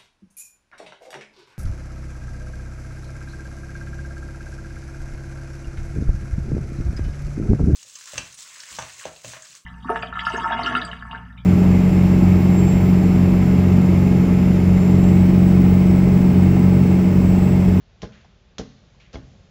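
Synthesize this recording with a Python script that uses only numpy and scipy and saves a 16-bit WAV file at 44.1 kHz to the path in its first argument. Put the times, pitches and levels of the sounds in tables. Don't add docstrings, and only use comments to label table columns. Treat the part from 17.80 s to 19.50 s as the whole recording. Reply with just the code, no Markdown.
import sys
import numpy as np
from scipy import signal
from scipy.fft import rfft, irfft
from scipy.io import wavfile

SR = 44100
rng = np.random.default_rng(int(sys.argv[2]) if len(sys.argv) > 2 else 0)


def bounce(signal):
    frames = np.transpose(np.atleast_2d(signal))
    limited = np.clip(frames, -1, 1)
    pcm = np.round(limited * 32767).astype(np.int16)
    wavfile.write(sys.argv[1], SR, pcm)


N = 74970


def amp(db):
    return 10 ** (np.asarray(db) / 20)


def unit(x):
    return x / np.sqrt(np.mean(x ** 2) + 1e-20)


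def read(points, hz):
    f, value = np.transpose(points)
    return np.interp(np.log(hz + 1), np.log(f + 1), value)


def colour(x, spectrum):
    gain = amp(read(spectrum, np.fft.rfftfreq(len(x), 1 / SR)))
    return unit(irfft(rfft(x) * gain, len(x)))


def add(mix, start, sound):
    part = mix[max(round(start * SR), 0):][:len(sound)]
    part += sound[:len(part)]


def grains(per_s, spread_db):
    clicks = rng.standard_normal(N) * (rng.random(N) < per_s / SR)
    return clicks * amp(spread_db * np.minimum(rng.exponential(1, N), 3))


def background():
    # (frequency [Hz], level [dB])
    air = [(20, -26), (35, 6.5), (52, 10.5), (80, -0.5), (125, -4), (190, -2), (260, -13.5), (330, -10),
           (500, -14.5), (1000, -18), (2000, -21), (3400, -21), (5000, -26.5), (7300, -33)]
    # (frequency [Hz], level [dB])
    rumble = [(20, -20.5), (55, 0), (115, 3.5), (210, -3), (300, -19.5), (550, -11), (1000, -27.5),
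              (4000, -30.5)]
    # (time [s], level [dB])
    rumble_level = [(0, -63.5), (.3, -55), (.43, -53.5), (.52, -60), (.75, -63), (.92, -54.5), (1.1, -55),
                    (1.27, -58), (1.5, -49.5), (1.7, -55)]
    swell = amp(np.interp(np.arange(N) / SR, *np.transpose(rumble_level)))
    steady = amp(-55.5) * colour(rng.standard_normal(N), air)
    return steady + swell * colour(rng.standard_normal(N), rumble)


def room_response():
    # (frequency [Hz], t60 [s])
    reverberation = [(80, 0.34), (230, 0.49), (560, 0.27), (1470, 0.56), (3900, 1.01), (7500, .32)]
    # (frequency [Hz], level [dB])
    tone = [(60, -0.5), (250, -2.5), (600, -2.5), (1500, -2.5), (4000, -10.5), (7500, -4)]
    t = np.arange(SR) / SR
    reflections = rng.choice([-1., 1.], SR) * (rng.random(SR) < 4000 / SR)
    early = reflections * (t > 0.002) * np.exp(-t / 0.013)
    early = signal.sosfilt(signal.butter(1, 900, "high", fs=SR, output="sos"), early)
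    hz, age, bands = signal.stft(rng.standard_normal(SR), SR, nperseg=256)
    bands = bands * amp(read(tone, hz)[:, None] - 60 * age / read(reverberation, hz)[:, None])
    tail = signal.istft(bands, SR, nperseg=256)[1][:SR] * np.minimum(t / 0.005, 1)
    return amp(-6) * early / np.linalg.norm(early) + amp(-11) * tail / np.linalg.norm(tail)


def room(tails=3, crossfades_per_s=14):
    out, t = np.zeros(N), np.arange(N) / SR
    for k in range(tails):
        share = np.cos(np.pi * (crossfades_per_s * t + k / tails)) * np.sqrt(2 / tails)
        source = hand() + amp(-5) * pops()
        out += signal.fftconvolve(source * share, room_response())[:N]
    return out


def sleeve(rise_s=0.002, bandwidth_hz=900):
    # (time [s], length [s], level [dB], centre frequency [Hz])
    strokes = [(0.319, 0.15, -57, 1870), (0.374, 0.12, -65, 2800), (1.199, 0.11, -56, 2380)]
    # (frequency [Hz], level [dB])
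    cloth = [(200, -26), (1000, -3), (1800, -6.5), (3600, -4), (5000, -8.5), (7500, -12)]
    out = np.zeros(N)
    for start, length, db, hz in strokes:
        age = np.maximum(np.arange(N) / SR - start, 0)
        envelope = (1 - np.exp(-age / rise_s)) * np.exp(-2 * age / length)
        slips = colour(grains(per_s=4700, spread_db=0.5), cloth)
        band = unit(signal.lfilter(*signal.iirpeak(hz, hz / bandwidth_hz, SR), slips))
        out += amp(db) * envelope * (band + amp(-4) * slips)
    return out


def pats(decay_s=0.0063):
    # (time [s], level [dB])
    touches = [(.447, -47.5), (1.147, -56)]
    # (frequency [Hz], level [dB])
    puff = [(150, -22), (450, -1), (650, -7), (950, -4.5), (1400, -20.5), (4000, -27.5), (7500, -30)]
    out, t = np.zeros(N), np.arange(SR // 8) / SR
    for start, db in touches:
        add(out, start, amp(db) * np.exp(-t / decay_s) * colour(rng.standard_normal(len(t)), puff))
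    return out


def pops(glide_per_s=-2.4):
    # (time [s], level [dB], starting frequency [Hz], t60 [s])
    pockets = [(.4472, -48, 680.6, 0.028), (1.2, -50, 2320, 0.037), (1.3555, -39, 3350, 0.024),
               (1.3562, -34.5, 2165, 0.018)]
    out, t = np.zeros(N), np.arange(SR // 8) / SR
    for start, db, hz, t60 in pockets:
        cycles = np.cumsum(hz * np.exp(glide_per_s * t)) / SR
        add(out, start, amp(db - 60 * t / t60) * np.sin(2 * np.pi * cycles))
    return out


def press():
    # (time [s], push level [dB], squelch level [dB])
    loads = [(0.2329, -26.5, -40), (0.796, -24.5, -41), (1.3448, -29.5, -41.5)]
    # (frequency [Hz], level [dB])
    squelch = [(100, -4), (500, 11.5), (1100, -1), (1600, 2), (2400, -5), (3400, -2), (5000, -5.5),
               (7500, -15.5)]
    push_hz, push_t60, push_rise_s = 67, 0.062, 0.0032
    squelch_rise_s, squelch_fall_s = 0.0066, 0.021
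    out, t = np.zeros(N), np.arange(SR // 3) / SR
    push = -2 * (1 - np.exp(-t / push_rise_s)) * np.sin(2 * np.pi * push_hz * t)
    crackle = colour(grains(per_s=5500, spread_db=3), squelch)
    for start, push_db, squelch_db in loads:
        add(out, start, amp(push_db - 60 * t / push_t60) * push)
        age = np.arange(N) / SR - start
        rise = np.exp(-(np.minimum(age, 0) / squelch_rise_s) ** 2 / 2)
        fall = np.exp(-np.maximum(age, 0) / squelch_fall_s)
        out += amp(squelch_db) * rise * fall * crackle
    return out


def fingers(crack_s=0.00038, smack_db=-7.5):
    # (time [s], level [dB], decay time of the smack [s])
    strikes = [(0.2194, -31, 0.003), (.7832, -23.5, 0.0077), (0.8065, -39, 0.0012), (1.331, -44, 0.026)]
    # (frequency [Hz], level [dB])
    crack = [(100, -14), (500, -12), (1000, 5), (2200, -0.5), (3400, 8), (4500, 4), (5500, 6), (6500, 4.5),
             (7500, -5.5)]
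    out, t = np.zeros(N), np.arange(SR // 8) / SR
    for start, db, smack_s in strikes:
        envelope = np.exp(-t / crack_s) + amp(smack_db) * np.exp(-t / smack_s)
        add(out, start, amp(db) * envelope * colour(rng.standard_normal(len(t)), crack))
    return out


def palm(thud_db=-18.5, bench_db=-26.5):
    # (time [s], level [dB], corner frequency of the pulse [Hz])
    blows = [(0.2268, -6.5, 500), (0.2334, -0.5, 1220), (0.238, -7.5, 800), (0.243, -7, 846),
             (0.2506, -12.5, 886), (0.7914, -3.5, 454), (.7970, 2, 990), (0.8012, -7, 750),
             (.8130, -10, 1100), (1.3399, -15, 630), (1.3447, -7.5, 1160), (1.3566, -5, 1460),
             (1.3851, -8, 415)]
    # (frequency [Hz], level [dB], t60 [s])
    modes = [(74.6, -14, .15), (131.8, -8, 0.19), (165, -18, 0.11), (195, -14, 0.088), (216.6, -16.5, 0.33),
             (269.7, -13, 0.27), (338.5, -6.5, 0.11), (467.5, -6.5, .11), (507, -11.5, 0.095),
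             (589, -7.5, 0.069), (659, -4.5, 0.054), (760, -18, .06), (846, -12.5, 0.15),
             (1093, -11, 0.088), (1180, -12.5, .07), (1650, -22, 0.14)]
    out, t = np.zeros(N), np.arange(SR // 2) / SR
    ring = sum(amp(db - 60 * t / t60) * np.sin(2 * np.pi * hz * t) for hz, db, t60 in modes)
    for start, db, corner_hz in blows:
        u = 2 * np.pi * corner_hz * t
        force = (u / 4) ** 4 * np.exp(4 - u)
        thud = signal.sosfilt(signal.butter(1, 103, "high", fs=SR, output="sos"), force)
        body = signal.fftconvolve(force / force.sum(), ring)[:len(t)]
        add(out, start, amp(db) * (amp(thud_db) * thud + amp(bench_db) * body))
    return out


def hand():
    return fingers() + palm() + press() + pats() + sleeve()


def scene(wall_delay_s=0.036, wall_db=-12):
    direct = hand() + pops()
    ambient = room() + background()
    bass = signal.sosfilt(signal.butter(2, 220, fs=SR, output="sos"), direct)
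    add(ambient, wall_delay_s, amp(wall_db) * bass)
    return (direct + ambient)[None]


def record(dry):
    # (frequency [Hz], bandwidth [Hz])
    notches = [(297, 21), (965, 44)]
    for hz, width in notches:
        dry = signal.lfilter(*signal.iirnotch(hz, hz / width, SR), dry)
    thin = signal.sosfilt(signal.butter(4, 40, "high", fs=SR, output="sos"), dry)
    lowpass = signal.firwin(121, 7280, window=("kaiser", 7), fs=SR)
    return signal.oaconvolve(thin, lowpass[None], "same")


dry = scene()
out = record(dry)
bounce(out)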